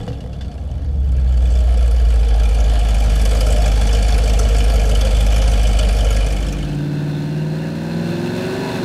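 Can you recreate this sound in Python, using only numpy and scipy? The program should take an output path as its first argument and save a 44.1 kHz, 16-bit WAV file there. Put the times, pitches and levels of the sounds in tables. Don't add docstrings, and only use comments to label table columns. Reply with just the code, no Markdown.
import sys
import numpy as np
from scipy import signal
from scipy.fft import rfft, irfft, next_fast_len
from scipy.io import wavfile
from scipy.ndimage import uniform_filter1d, map_coordinates

SR = 44100
rng = np.random.default_rng(int(sys.argv[2]) if len(sys.argv) > 2 else 0)


def transcribe(u):
    v = np.clip(np.atleast_2d(u).T, -1, 1)
    q = np.round(v * 32767).astype(np.int16)
    wavfile.write(sys.argv[1], SR, q)


def nominal_scale(level):
    x = np.asarray(level, float) / 20
    return 10 ** x


N = 389844
T = np.arange(N) / SR

# throb_db, throb_late_firings, spit_db
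CYLINDERS = [(-1, 0.034, 0.5), (-1.5, -0.051, 0.5), (-0.5, -0.075, -5), (0, -0.067, 1.5),
             (-0.5, -0.005, -3), (1, 0.041, -2), (-4, -0.00025, 1.5), (1.5, -0.081, -2)]
FULL_BEAM_DB = -32


def unit(x):
    return x / np.sqrt(np.mean(x ** 2) + 1e-20)


def curves(rows):
    s, *cols = np.transpose(rows)
    return [np.interp(T, s, c) for c in cols]


def ramp(start_s, length_s):
    return np.clip((T - start_s) / length_s, 0, 1)


def wobble(rate_hz):
    return map_coordinates(rng.standard_normal(int(N * rate_hz / SR) + 4), [T * rate_hz])


def noise():
    return rng.standard_normal(N)


def filtered(x, response):
    m = next_fast_len(N + SR // 2)
    return irfft(rfft(x, m) * response(np.fft.rfftfreq(m, 1 / SR)), m)[:N]


def colour(points):
    f, db = np.transpose(points)
    return lambda hz: nominal_scale(np.interp(np.log(hz + 1), np.log(f + 1), db))


def resonant(modes):
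    return lambda f: sum((-1) ** k * nominal_scale(db) * 1j * f * w / (c * c - f * f + 1j * f * w)
                         for k, (c, w, db) in enumerate(modes))


def lifted(modes, hz):
    return nominal_scale(sum(db / (1 + (2 * (hz - c) / w) ** 2) for c, w, db in modes))


def steep(hz, width_hz, db):
    return lambda f: nominal_scale(db) * resonant([(hz, 1.25 * width_hz, 0)])(f) ** 2


def idle():
    # start_s, firings_per_s
    idle_speed = [(0.0, 95.0), (0.6, 81.76), (0.85, 73.58), (1.1, 65.59), (1.4, 60.78), (1.7, 58.98),
                  (2.0, 57.43), (2.3, 53.78), (2.7, 52.96), (3.1, 51.69), (3.6, 51.79), (4.1, 51.8),
                  (4.6, 52.15), (5.05, 50.87), (5.4, 51.97), (5.8, 50.71), (6.1, 50.45), (6.6, 49.36)]
    # start_s, gas_spit_db
    beam_walk = [
        (0, -46),
        (.3, -50.5),
        (.95, -50.5),
        (1.25, -45.5),
        (1.5, -40.5),
        (2.3, -38.5),
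        (2.9, -34.5),
        (3.4, -32),
        (6.3, -32.5),
    ]
    speed, = curves(idle_speed)
    spit_db, = curves(beam_walk)
    swing_db = spit_db - FULL_BEAM_DB
    full_knock_db, knock_follows, aside_knock_db = -24, 0.94, -36.5
    knock_db = 20 * np.log10(np.hypot(nominal_scale(full_knock_db + knock_follows * swing_db), nominal_scale(aside_knock_db)))
    rasp_db = -28.5 + 0.87 * swing_db

    first_firing = .235
    turns = first_firing + np.cumsum(speed) / SR
    firing = np.arange(int(turns[-1]) + 2)
    shared_db = 1.2 * rng.standard_normal(len(firing))
    blows = header_blows(turns, firing)

    engine = throb(speed, turns, firing) + cold_pipes(blows)
    engine += nominal_scale(knock_db) * silencer_knock(blows)
    engine += nominal_scale(rasp_db) * pipe_rasp(blows, turns, shared_db)
    engine += gas_spit(spit_db, turns, shared_db)
    return engine + yard(knock_db)


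def throb(speed, turns, firing):
    boom_hz, boom_width_hz, boom_db = 55.65, 9.5, -11
    throb_db = boom_db - 10 * np.log10(1 + ((speed - boom_hz) / boom_width_hz) ** 2)
    size_db, late, _ = np.transpose(CYLINDERS)[:, firing % len(CYLINDERS)]
    size_db = size_db + 0.89 * rng.standard_normal(len(firing))
    late = late + 0.0085 * rng.standard_normal(len(firing))
    angle = 2 * np.pi * (turns - map_coordinates(late, [turns]))
    regular = unit(nominal_scale(map_coordinates(size_db, [turns])) * np.cos(angle))
    warm = ramp(.3, 0.69)

    lope_from_s, lope_to_s, rise_db_per_s, fall_db_per_s = 0.25, .82, 25, 52
    lope_db = -24 - rise_db_per_s * (lope_from_s - T).clip(0) - fall_db_per_s * (T - lope_to_s).clip(0)
    lope_hz = np.minimum(speed * 3 / 4, 62.9)
    lope = nominal_scale(lope_db + 2 * wobble(15)) * np.cos(2 * np.pi * np.cumsum(lope_hz) / SR + .8 * wobble(12))
    return filtered(warm * nominal_scale(throb_db) * regular + lope, lambda f: 1 / (1 + (41 / (f + 1)) ** 8))


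def header_blows(turns, firing):
    headers = [(8.5, -18, -27, -8.5, 11, 2, 10.5, -26), (-51, -1, -15, -14.5, -4, -13, -12, -1.5),
               (1, -7, -24, -5.5, -8, -1, -9, -9), (-0.5, 2, 2.5, -14, -3.5, -5, -18, -5.5),
               (-39, 3, 6.5, -22, 2, -5, 6, -5.5)]
    scatter = 0.024 + 0.4 * np.exp(-firing / 32)
    moment = firing + 0.4064 + scatter * rng.standard_normal(len(firing))
    at = np.searchsorted(turns, moment).clip(0, N - 1)
    luck_db = 0.7 * rng.standard_normal((len(headers), len(firing)))
    blows = np.zeros((len(headers), N))
    blows[:, at] = nominal_scale(np.array(headers)[:, firing % len(CYLINDERS)] + luck_db)
    return blows


def silencer_knock(blows):
    # hz, width_hz, level_db
    silencer = [(73.8, 19.6, 6), (100.6, 23, 3), (144.2, 39, -7), (195.5, 30.4, -3.5), (251.3, 51.4, -8)]
    return unit(sum(filtered(unit(b) + 0.12 * noise(), steep(*m)) for b, m in zip(blows, silencer)))


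def cold_pipes(blows):
    # hz, width_hz, level_db
    cold_notes = [(120, 19, 2), (166, 20, -2.5), (270, 12, -10)]
    ring = unit(sum(filtered(unit(b) + 0.17 * noise(), steep(*m)) for b, m in zip(blows, cold_notes)))
    centre_s, span_s = 1.14, 0.41
    return nominal_scale(-30.5) * np.exp(-((T - centre_s) / span_s) ** 2) * ring


def gas(turns, shared_db, depth, luck_db, fall_db, steady_db):
    count = len(shared_db)
    puff_db = np.transpose(CYLINDERS)[2][np.arange(count) % len(CYLINDERS)]
    strength_db = depth * (puff_db + shared_db) + luck_db * rng.standard_normal(count).clip(-2, 2)
    opened = turns - .15
    which, since = np.floor(opened).astype(int).clip(0), opened % 1
    puff = nominal_scale(strength_db[which] - fall_db * since) * (1 - np.exp(-(since / 0.24) ** 2))
    return (unit(puff) + nominal_scale(steady_db + 0.51 * wobble(18))) * nominal_scale(1.1 * wobble(6)) * noise()


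def pipe_rasp(blows, turns, shared_db):
    # hz, width_hz, level_db
    pipe_modes = [(434, 22, -1), (463, 26, 1), (497, 24, -3), (529, 22, 1), (566, 30, -6), (612, 24, 0),
                  (650, 30, -5), (703, 46, -1), (795, 70, -5), (1130, 35, -9)]
    rasp = np.zeros(N)
    for k, mode in enumerate(pipe_modes):
        puffs = gas(turns, shared_db, depth=0, luck_db=3.5, fall_db=6.5, steady_db=-2.0)
        drive = 0.52 * unit(blows[k % len(blows)]) + puffs
        rasp += nominal_scale(2.0 * wobble(2.98)) * filtered(drive, steep(*mode))
    return unit(filtered(rasp, lambda f: (f / 400) ** 8 / (1 + (f / 400) ** 8) / (1 + (f / 1000) ** 4)))


def gas_spit(spit_db, turns, shared_db):
    # hz, level_db_per_hz
    jet_colour = [(500, -50), (850, -6), (1060, -6.5), (1640, -6), (1810, -6.5), (2360, -12.5),
                  (3040, -13.5), (4120, -6), (4540, -5.5), (9420, -14.5), (15500, -31)]
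    # hz, width_hz, level_db
    tip_modes = [(1340, 110, 0), (1660, 110, -1), (2200, 120, -3), (2400, 170, 1), (2670, 110, -4),
                 (3010, 260, 2), (3420, 170, 0), (4500, 200, -4)]
    tip_beam = [0.019, 0.058, 0.28, 0.36, .2, 0.24, 0.069, 0.093]
    swing_db = spit_db - FULL_BEAM_DB
    tint = colour(jet_colour)

    def upper(f):
        return 1 / (1 + (4300 / (f + 1)) ** 6)

    def jet(hz):
        return lambda f: tint(f) * upper(f) * np.exp(-(np.log((f + 1) / hz) / .085) ** 2)

    puffs = gas(turns, shared_db, depth=0.77, luck_db=3.5, fall_db=9, steady_db=1.0)
    spit = unit(filtered(puffs, lambda f: tint(f) * (1 - upper(f))))
    fizz, flecks = np.zeros(N), np.zeros(N)
    for hz in 4700 * 1.135 ** np.arange(10):
        fizz += filtered(gas(turns, shared_db, depth=2.06, luck_db=4.0, fall_db=25.5, steady_db=-4), jet(hz))
    for tip, extra in zip(tip_modes, tip_beam):
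        puffs = gas(turns, shared_db, depth=1.1, luck_db=5.5, fall_db=20.5, steady_db=-3)
        flecks += nominal_scale(extra * swing_db) * filtered(puffs, steep(*tip))
    fizz_db = spit_db - 4 + .35 * swing_db
    return nominal_scale(spit_db - 5.5) * spit + nominal_scale(spit_db - 1.8) * unit(flecks) + nominal_scale(fizz_db) * unit(fizz)


def pull():
    # start_s, engine_cycles_per_s
    pull_speed = [
        (6.3, 18.31),
        (6.9, 18.31),
        (7.3, 18.89),
        (7.75, 20.2),
        (8.15, 21.43),
        (8.45, 23.1),
        (8.66, 24.59),
        (8.84, 22.56),
    ]
    # multiple_of_cycle, level_db
    crank_orders = [(1, -56), (2, -50), (3, -20), (4, -18.5), (5, -15.5), (6, -23), (7, -23.5), (8, -13.5),
                    (9, -24), (10, -14.5), (11, -10.5), (12, -25.5), (13, -23.5), (14, -19), (15, -19.5),
                    (16, -7.5), (17, -18.5), (18, -18.5), (19, -15), (20, -22), (21, -30), (22, -23.5),
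                    (23, -28), (24, -20.5), (25, -35), (26, -22), (27, -24.5), (28, -22.5)]
    # hz, width_hz, lift_db
    hall_modes = [(111, 16, 8.5), (147.05, 8.4, 9), (154.5, 13.2, 12), (170, 25.5, 12), (195.0, 6.9, -2),
                  (231.4, 31, 8), (281, 16.3, 13.5), (316.6, 25, -10), (355, 49, 6), (420, 25, -9.5),
                  (552, 30, 7.9), (650, 20.7, 5.8), (990, 90, 5)]
    cycle_hz, = curves(pull_speed)
    load_from_s, load_to_s = 7.35, 8.82
    load = np.sin(np.pi / 2 * ramp(load_from_s, load_to_s - load_from_s)) ** 2
    angle = 2 * np.pi * np.cumsum(cycle_hz) / SR

    top_order, brighten_db_per_order = 48, .16
    above = np.arange(top_order - len(crank_orders))
    upper_db = -30 - .55 * above + 3 * rng.standard_normal(len(above))
    upper_orders = zip(len(crank_orders) + 1 + above, upper_db)
    tones, on = np.zeros(N), slice(6 * SR, N)
    for k, db in [*crank_orders, *upper_orders]:
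        sway_db = (.5 + k / 16) * wobble(8)[on]
        phase = rng.uniform(0, 2 * np.pi) + (.08 + k / 120) * wobble(11)[on]
        tone = np.sin(round(k) * angle[on] + phase)
        tone_db = db + brighten_db_per_order * load[on] * (k - 14)
        tones[on] += tone * nominal_scale(sway_db + tone_db) * lifted(hall_modes, round(k) * cycle_hz[on])
    return nominal_scale(-23.5 + 2.5 * load) * tones + roar(angle, load)


def roar(angle, load):
    # hz, level_db_per_hz
    roar_colour = [(11, -66), (18, -37), (164, -4), (258, -11.5), (362, -6), (417, -18.5), (538, -14),
                   (1120, -34), (1490, -31), (3030, -39.5), (4140, -37.5), (4900, -40.5), (15600, -56)]
    # hz, width_hz, lift_db
    roar_peaks = [(930, 150, 5), (1530, 130, 7), (1730, 130, 6), (2600, 150, 9), (2780, 140, 5),
                  (3570, 250, 4), (4170, 280, 7)]
    tint = colour(roar_colour)
    beat = 1 + 0.086 * np.cos(8 * angle) + 0.17 * np.cos(3 * angle)
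    fired = np.flatnonzero(np.diff(np.floor(8 * angle / (2 * np.pi))))
    crack_db = np.transpose(CYLINDERS)[2][np.arange(len(fired)) % len(CYLINDERS)]
    cracks = np.zeros(N)
    cracks[fired] = nominal_scale(crack_db + 3.1 * rng.standard_normal(len(fired)))
    cracks = filtered(unit(cracks), lambda f: 1 / (1 + (f / 3500) ** 2))

    rush = 0.36 * cracks + beat * noise() * nominal_scale(0.71 * wobble(30))
    high = unit(filtered(rush, lambda f: tint(f) * lifted(roar_peaks, f) / (1 + (700 / (f + 1)) ** 4)))
    flutter = unit(sum(nominal_scale(5.5 * wobble(14)) * filtered(cracks + beat * noise(), steep(hz, width_hz, 0))
                       for hz, width_hz, _ in roar_peaks))
    high = unit(high + 0.29 * flutter)
    low = unit(filtered(noise(), lambda f: tint(f) / (1 + (f / 700) ** 4)))
    return nominal_scale(-38 + 8 * load) * high + nominal_scale(-39.5 + 10 * load) * low


def rattles():
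    # start_s, peak_db, ring_hz
    loose_parts = [(0.0285, -32, 2970), (0.0785, -24.5, 2900), (0.128, -28, 2760), (0.2045, -30, 2900),
                   (0.329, -29, 2770), (0.409, -24, 3530), (0.4443, -34, 2780), (0.513, -34, 4400),
                   (0.578, -34.5, 2770), (0.6913, -43, 3220), (0.7432, -47, 3140), (0.8121, -42, 2760)]
    # hz, width_hz, lift_db
    heat_shield = [(1620, 300, 7), (2270, 450, -8), (2900, 300, 3.5), (3500, 250, 3), (4000, 250, -2),
                   (4600, 450, 4)]
    # start_s, level_db
    body_knocks = [
        (.005, 19.5),
        (.078, 26),
        (.104, 18),
        (.122, 8),
        (.15, 8),
        (.24, 15),
        (.262, 16.5),
        (.41, 1),
    ]
    # hz, width_hz, level_db
    panel_modes = [(111, 16, 7.5), (160, 29, 2.5), (274, 8.7, 2.5), (466, 21, 0.5), (499, 26, 0.5),
                   (720, 190, -14), (1650, 200, -27), (1940, 81, -23)]
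    ticks, knocks, t = np.zeros(N + SR), np.zeros(N), np.arange(SR // 8) / SR
    for s, db, hz in loose_parts:
        shake = rng.standard_normal((2, len(t)))
        ring = 0.28 * np.sin(2 * np.pi * hz * t + .055 * np.cumsum(shake[0])) * nominal_scale(-60 * t / 0.051)
        crack = .45 * shake[1] * nominal_scale(-60 * t / 0.11)
        ticks[round(s * SR):][:len(t)] += nominal_scale(db + 3) * (ring + crack) * (1 - np.exp(-t / 0.00085))
    for s, db in body_knocks:
        knocks[round(s * SR)] = nominal_scale(db)
    band = lambda f: (f / 900) / (1 + f / 900) / (1 + (f / 5500) ** 4)
    ticks = filtered(ticks[:N], lambda f: lifted(heat_shield, f) * band(f))
    return ticks + filtered(knocks, resonant(panel_modes))


def yard(knock_db):
    # hz, level_db_per_hz
    yard_colour = [(8, -17), (25, 10), (60, -3), (120, 11), (165, 8.5), (230, -2.5), (385, -14),
                   (460, -7.5), (800, -20), (1100, -26), (2200, -50)]
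    rumble_db = knock_db - 10.0 + 15.4 * np.exp(-(T / 2.0) ** 2)
    return nominal_scale(rumble_db) * unit(filtered(noise(), colour(yard_colour)))


def drop_faint_treble(x):
    quiet_db, scatter_db, rise_db_per_khz4 = -128.5, 5.5, .001
    hz, _, z = signal.stft(x, SR, nperseg=1024)
    near = uniform_filter1d(abs(z) ** 2, size=5, axis=0)
    ragged = unit(uniform_filter1d(rng.standard_normal(z.shape), size=4, axis=0))
    threshold_db = quiet_db + scatter_db * ragged + rise_db_per_khz4 * (hz[:, None] / 1000) ** 4
    heard = near > nominal_scale(2 * threshold_db)
    return signal.istft(z * heard, SR, nperseg=1024)[1][:N]


def scene():
    yard_out_s, hall_in_s, fade_s = 6.148, 6.12, 0.7
    outdoors = (1 - ramp(yard_out_s, fade_s)) * idle() + rattles()
    workshop = ramp(hall_in_s, fade_s) * pull()
    return (drop_faint_treble(outdoors) + workshop)[None]


def roll_off(x):
    return signal.sosfilt(signal.butter(12, 15800, fs=SR, output="sos"), x)


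def record(dry):
    ceiling, top_hz = .62, 15700
    held = dry[0] / (1 + abs(dry[0] / ceiling) ** 8) ** (1 / 8)
    mix = filtered(held, lambda f: np.clip((top_hz - f) / 150 + 1, 0, 1))[None]
    return roll_off(mix)


dry = scene()
out = record(dry)
transcribe(out)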